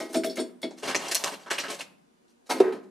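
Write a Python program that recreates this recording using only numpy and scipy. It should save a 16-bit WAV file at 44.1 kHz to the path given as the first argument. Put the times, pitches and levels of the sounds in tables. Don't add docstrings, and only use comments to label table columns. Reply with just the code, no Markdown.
import sys
import numpy as np
from scipy import signal
from scipy.fft import rfft, irfft
from scipy.io import wavfile

SR = 44100
rng = np.random.default_rng(int(sys.argv[2]) if len(sys.argv) > 2 else 0)


def file_out(sig):
    cols = np.atleast_2d(sig).T
    lim = np.clip(cols, -1, 1)
    pcm = np.round(lim * 32767).astype(np.int16)
    wavfile.write(sys.argv[1], SR, pcm)


N = 127890

# start_s, rise_s, hold_s, fade_t60_s, level_db,
# tilt_db_per_octave, resonance_hz, resonance_db
CRUMB_SCRAPES = [(0.0, .002, 0.008, 0.25, -36.5, 0.6, 5940, 2),
                 (.088, 0.0053, 0.035, 0.16, -53.5, 3.5, 5000, 0),
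                 (.122, .012, 0.0033, 0.05, -40, 3.5, 3500, -6),
                 (.138, .007, 0.011, 0.13, -30, 1, 1400, 1.5),
                 (.234, 0.0016, 0.0088, 0.051, -32.5, 1.5, 1900, 15),
                 (.241, 0.0028, 0.0059, 0.16, -37, 7, 4120, 2),
                 (.293, 0.0094, 0.01, 0.19, -48, -1, 4870, 19),
                 (.354, .003, 0.017, 0.058, -43.5, 3, 7340, 4),
                 (.369, .002, 0.026, 0.03, -35.5, -0.4, 2130, 3),
                 (.392, .005, 0.012, 0.11, -38.5, 0, 7900, 4),
                 (.616, 0.0015, 0.011, 0.045, -48.5, 5, 7860, 3),
                 (.629, 0.0023, .008, 0.12, -34.5, -2, 3530, 9.5),
                 (.706, 0.0027, 0.0026, 0.15, -41, -4.5, 6850, 14.5),
                 (2.45, 0.018, .015, 0.089, -58.5, 1.5, 7000, 4.5),
                 (2.488, .016, 0.013, 0.12, -24, 0.56, 945, 5),
                 (2.54, 0.0038, 0.044, 0.21, -35, -2, 1110, -1.5),
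                 (2.598, 0.0036, 0.0079, 0.057, -23, -2, 850, 5),
                 (2.612, 0.0016, 0.05, 0.36, -35.5, -4, 1670, 10),
                 (2.722, 0.0014, 0.0053, 0.17, -37, -2, 1550, 4),
                 (2.828, 0.0045, 0.005, 0.17, -67, 1.5, 6900, 4)]
# start_s, ting_level_db, ting_centre_hz, thud_level_db, thud_centre_hz
TINGS_AND_THUDS = [(.003, -41, 2100, -27.5, 306), (.09, -59.5, 4500, -35.5, 293),
                   (.144, -44, 5400, -16.5, 303), (0.165, -34, 6900, -21.5, 453),
                   (.237, -41, 5300, -22, 630), (0.262, -38.5, 3480, -25, 380),
                   (.296, -39.5, 5110, -33.5, 600), (.369, -39.5, 2105, -26, 244),
                   (.388, -36.5, 3800, -22, 380), (.401, -38, 8150, -35.5, 613),
                   (0.629, -32, 2800, -23.5, 273)]
# frequency_hz, relative_level_db, t60_s
PLATE_MODES = [(2110, -1, .1), (2225, -3, .12), (3367, -7, .17), (3430, -5, .16), (3779, -5, .12),
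               (4357, -2, .14), (4497, -5, .18), (5262, -7, .14), (5372, -4, .14), (7068, -9, .12),
               (7190, -10, .12), (8250, -4, .17), (9100, -6, .13), (9911, -7, .12), (10640, -10, .13)]
# frequency_hz, relative_level_db, t60_s
ROCKING_MODES = [(187.5, -12.5, .25), (242.7, -2.5, 0.33), (262, -5, 0.21), (293.8, -7, 0.35),
                 (324.6, 0, 0.25), (364.4, 2.5, 0.15), (400, -3, 0.29), (456, -7, 0.26), (517, -11, 0.35),
                 (654, -11, 0.16), (648.5, 5.5, 0.15), (699, -21.5, .1), (783, -27.5, .1)]
# start_s, level_db, tilt_db_per_octave, centre_hz, emphasis_db
WALL_KNOCKS = [(.0, -35.5, 4, 1664, 7.5), (2.504, -33, 7.5, 990, 1), (2.539, -34, -27, 290, 16),
               (2.602, -16.5, -1.5, 413, 7.5), (2.636, -25.5, 0, 418, -2.5), (2.672, -24, 1, 427, 16),
               (2.729, -31, -8.5, 396, -3)]
# frequency_hz, relative_level_db, t60_s
BASKET_MODES = [(258, -17, .45), (322, -12, .45), (371.5, 0, .35), (412, -7, .22), (446, -5, .3),
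                (476, -10, .3), (603, -19, .4), (725, -21, .38), (824, -14, .5), (910, -19, .4),
                (1037, -21, .4), (1165, -24, .33), (1270, -21, .42), (1520, -26, .33), (1916, -23, .34),
                (2140, -22, .33)]
# start_s, rise_s, hold_s, fade_t60_s, level_db,
# tilt_db_per_octave, resonance_hz, resonance_db
BAG_CRUMPLES = [(.76, 0.019, 0.016, 0.28, -52, 2, 3830, -3), (.818, 0.015, 0.063, .1, -34, -1, 463, 2.5),
                (.869, 0.008, 0.034, 0.16, -29.5, -0.9, 1620, 5.5),
                (.952, 0.0045, 0.0066, 0.083, -26, -1.5, 6500, 8.5),
                (.99, 0.004, 0.11, 0.45, -37, -0.35, 820, 2.5),
                (1.077, 0.007, 0.0043, 0.05, -36, 4, 5500, 5),
                (1.107, 0.0076, 0.0063, 0.095, -26.5, 2.5, 3860, 0),
                (1.152, 0.0026, 0.0031, 0.11, -25.5, 2.5, 6000, 6),
                (1.185, 0.0061, 0.035, 0.25, -40.5, 1.5, 850, 12.5),
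                (1.245, .004, 0.031, 0.21, -32.5, 0.8, 930, 8.5),
                (1.318, 0.0033, 0.024, 0.1, -39.5, -1, 1000, -3.5),
                (1.39, 0.0067, 0.044, 0.15, -54, -0.5, 4080, 2),
                (1.459, 0.0038, 0.021, 0.14, -42.5, -2, 1320, 13.5),
                (1.499, 0.008, 0.01, 0.2, -26.5, 0.5, 1633, 6.5),
                (1.581, 0.00053, 0.0077, 0.09, -28.5, 1, 2100, 10.5),
                (1.596, 0.002, 0.0099, 0.12, -32.5, 0, 5060, 9),
                (1.632, 0.003, 0.023, 0.18, -35.5, -1.5, 1580, 9.5),
                (1.679, 0.0052, 0.019, 0.2, -36, -1.3, 3400, 2.5),
                (1.7, .004, 0.005, 0.18, -32, 1.6, 478, 10.5),
                (1.73, 0.0095, 0.009, 0.11, -41.5, 1.5, 3430, -1),
                (1.778, 0.021, 0.015, 0.11, -38.5, 0.7, 6070, 1.5),
                (1.803, 0.0048, 0.0027, 0.045, -37, -1.5, 2710, 26),
                (2.265, 0.017, 0.033, .1, -71.5, 3.5, 4470, 3)]
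# start_s, level_db, tilt_db_per_octave, resonance_hz, resonance_db
BAG_SNAPS = [(0.9472, -15, 0.3, 2000, 13), (1.1471, -14.5, 6.5, 5800, 0.5), (1.239, -16, 1.8, 3800, 4.5),
             (1.275, -24, -1, 900, 1), (1.512, -23, -1, 1500, 7), (1.5809, -23.5, -3.5, 3000, 23.5),
             (1.649, -34, -11, 1100, 23)]
# frequency_hz, relative_level_db
CRUMB_SPECTRUM = [(40, -64), (110, -23.5), (200, 8.5), (330, 14.5), (600, 11.5), (1100, 2), (2100, -0.5),
                  (3000, -2.5), (4400, -2), (7000, -7.5), (10000, -9.5), (15000, -22.5)]
# frequency_hz, relative_level_db
BAG_SPECTRUM = [(40, -25), (100, -18), (180, 2.5), (600, 7), (1100, 1), (2200, -1), (3000, -1.5),
                (4000, -1.5), (7000, -5.5), (10000, -11), (12500, -18.5), (15000, -29)]
# frequency_hz, relative_level_db
AIR_SPECTRUM = [(25, -2), (90, -21), (190, -9.5), (270, 6.5), (420, -3), (700, -10), (2000, -17.5),
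                (6000, -22.5), (10500, -26.5), (15000, -42)]
# frequency_hz, t60_s
ROOM_DECAY = [(150, 1.66), (400, .5), (1000, 0.5363), (3000, 0.39), (7000, 0.29), (14000, 0.51)]
# frequency_hz, side_gain_db (each source adds its own offset)
STEREO_WIDTH = [(60, -1), (150, -11), (350, -10), (700, -6), (1500, -5), (3000, -8), (5000, -10),
                (9000, -5), (14000, 1)]

SIZE = 32768
T = np.arange(SIZE) / SR
FOCUS_OCTAVES = 0.52


def amp(db):
    return 10 ** (np.asarray(db) / 20)


def add(track, start_s, sound):
    i = max(int(start_s * SR), 0)
    track[i:i + len(sound)] += sound[:N - i]


def along(points, hz):
    point_hz, values = np.array(points).T
    return np.interp(np.log(hz + 1), np.log(point_hz), values)


def fade(t, t60_s):
    return np.exp(-np.log(1000) * np.maximum(t, 0) / t60_s)


def contact_tone(hz, tilt_db, centre_hz, bump_db):
    octaves = np.log2(np.maximum(hz, 200) / centre_hz)
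    return tilt_db * octaves + bump_db * np.exp(-(octaves / FOCUS_OCTAVES) ** 2 / 2)


def colour(x, spectrum, tone=(0, 1, 0)):
    n = len(x)
    hz = np.fft.rfftfreq(n, 1 / SR)
    gain = amp(along(spectrum, hz) + contact_tone(hz, *tone))
    unit_gain = gain / np.sqrt(np.mean(gain ** 2))
    cepstrum = irfft(np.log(unit_gain), n)
    cepstrum[1:n // 2] *= 2
    cepstrum[n // 2 + 1:] = 0
    return irfft(rfft(x) * np.exp(rfft(cepstrum)), n)


def pops(count=26):
    t60_s, strikes_per_s = 0.018, 35
    out = np.zeros(SIZE)
    steps = (np.arange(count) + rng.random(count)) / count
    for hz in 700 * 18 ** steps:
        radius = fade(1 / SR, t60_s)
        angle = 2 * np.pi * hz / SR
        strikes = np.sqrt(hz) * (rng.random(SIZE) < strikes_per_s / SR)
        poles = [1, -2 * radius * np.cos(angle), radius ** 2]
        out += signal.lfilter([np.sin(angle)], poles, strikes)
    return out / out.std()


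def crackle(bursts, spectrum, clicks_per_s, spread_db):
    ping_share = 0.46
    out = np.zeros(N)
    for start_s, rise_s, hold_s, t60_s, level_db, *tone in bursts:
        sign = rng.choice([-1, 1], SIZE)
        struck = rng.random(SIZE) < clicks_per_s / SR
        click_size = amp(spread_db * np.minimum(rng.exponential(size=SIZE), 4))
        clicks = sign * struck * click_size
        grains = np.sqrt(1 - ping_share ** 2) * clicks / clicks.std() + ping_share * pops()
        envelope = np.minimum(T / rise_s, 1) ** 2 * fade(T - rise_s - hold_s, t60_s)
        add(out, start_s, amp(level_db) * colour(grains * envelope, spectrum, tone))
    return out


def ring(modes, level_db, tone, rise_s):
    hz, mode_db, t60_s = np.array(modes).T[:, :, None]
    gain = amp(mode_db + contact_tone(hz, *tone))
    swing = np.sin(2 * np.pi * (hz * T + rng.random(hz.shape)))
    attack = np.sin(np.pi / 2 * np.minimum(T / rise_s, 1)) ** 2
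    modal_sum = np.sum(gain * swing * fade(T, t60_s), 0)
    return amp(level_db) * attack * modal_sum / np.sqrt(np.sum(gain ** 2) / 2)


def kitchen(x, early_db, late_db, side_db):
    hz = np.fft.rfftfreq(SIZE, 1 / SR)
    centres_hz, t60s = np.array(ROOM_DECAY).T
    noise = rfft(rng.standard_normal((2, SIZE)))
    late = np.zeros((2, SIZE))
    for band, t60_s in zip(np.eye(len(centres_hz)), t60s):
        band_gain = along(np.c_[centres_hz, band], hz)
        late += irfft(noise * band_gain) * fade(T, t60_s)
    late *= np.minimum(T / 0.0049, 1)
    early = rng.standard_normal((2, SIZE)) * fade(T, 0.057) * np.minimum(T / 0.00067, 1)
    early *= amp(early_db) / np.linalg.norm(early[0])
    late *= amp(late_db) / np.linalg.norm(late[0])
    mid, side = early + late
    mid[0] += 1
    side = irfft(rfft(side) * amp(along(STEREO_WIDTH, hz) + side_db))
    response = np.array([mid + side, mid - side]) / np.linalg.norm(mid)
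    return signal.fftconvolve(x[None], response, axes=1)[:, :N]


def hush():
    air = amp(-67) * colour(rng.standard_normal(N), AIR_SPECTRUM)
    return kitchen(air, early_db=-10, late_db=-3.5, side_db=12.5)


def bag():
    snap_t60_s, echo_delay_s, echo_db = 0.0079, 0.0049, 2.5
    out = crackle(BAG_CRUMPLES, BAG_SPECTRUM, clicks_per_s=2600, spread_db=2)
    for start_s, level_db, *tone in BAG_SNAPS:
        burst = rng.standard_normal(SIZE) * fade(T, snap_t60_s)
        snap = amp(level_db) * colour(burst, BAG_SPECTRUM, tone)
        add(out, start_s, snap)
        add(out, start_s + echo_delay_s, amp(echo_db) * snap)
    return kitchen(out, early_db=-6.5, late_db=-11, side_db=3.5)


def basket():
    flex_start_s, flex_hz, flex_length_s, flex_db = 2.6005, 416, 0.0143, -3.5
    out = np.zeros(N)
    for start_s, level_db, *tone in WALL_KNOCKS:
        add(out, start_s, ring(BASKET_MODES, level_db, tone, rise_s=0.0046))
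    swell = np.sin(np.pi * np.minimum(T / flex_length_s, 1)) ** 2
    flex = amp(flex_db) * swell * np.sin(2 * np.pi * flex_hz * T)
    add(out, flex_start_s, flex)
    return kitchen(out, early_db=-17.5, late_db=-14.5, side_db=3)


def plate():
    ting_rise_s, thud_rise_s, thud_lag_s = 0.00067, 0.0086, 0.005
    ting_focus_db, thud_focus_db = 17.5, 5
    out = np.zeros(N)
    for start_s, ting_db, ting_hz, thud_db, thud_hz in TINGS_AND_THUDS:
        ting = ring(PLATE_MODES, ting_db, (0, ting_hz, ting_focus_db), ting_rise_s)
        thud = ring(ROCKING_MODES, thud_db, (0, thud_hz, thud_focus_db), thud_rise_s)
        add(out, start_s, ting)
        add(out, start_s + thud_lag_s, thud)
    return kitchen(out, early_db=-11.5, late_db=-14, side_db=2.5)


def crumbs():
    scrapes = crackle(CRUMB_SCRAPES, CRUMB_SPECTRUM, clicks_per_s=4600, spread_db=2.5)
    return kitchen(scrapes, early_db=-8, late_db=-9.5, side_db=2.5)


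def scene():
    return hush() + bag() + basket() + plate() + crumbs()


def record(dry):
    bass_cut = signal.butter(2, 69, "high", fs=SR, output="sos")
    top_cut = signal.ellip(8, 0.2, 80, 15200, fs=SR, output="sos")
    thinned = signal.sosfilt(bass_cut, dry)
    return signal.sosfilt(top_cut, thinned)


dry = scene()
out = record(dry)
file_out(out)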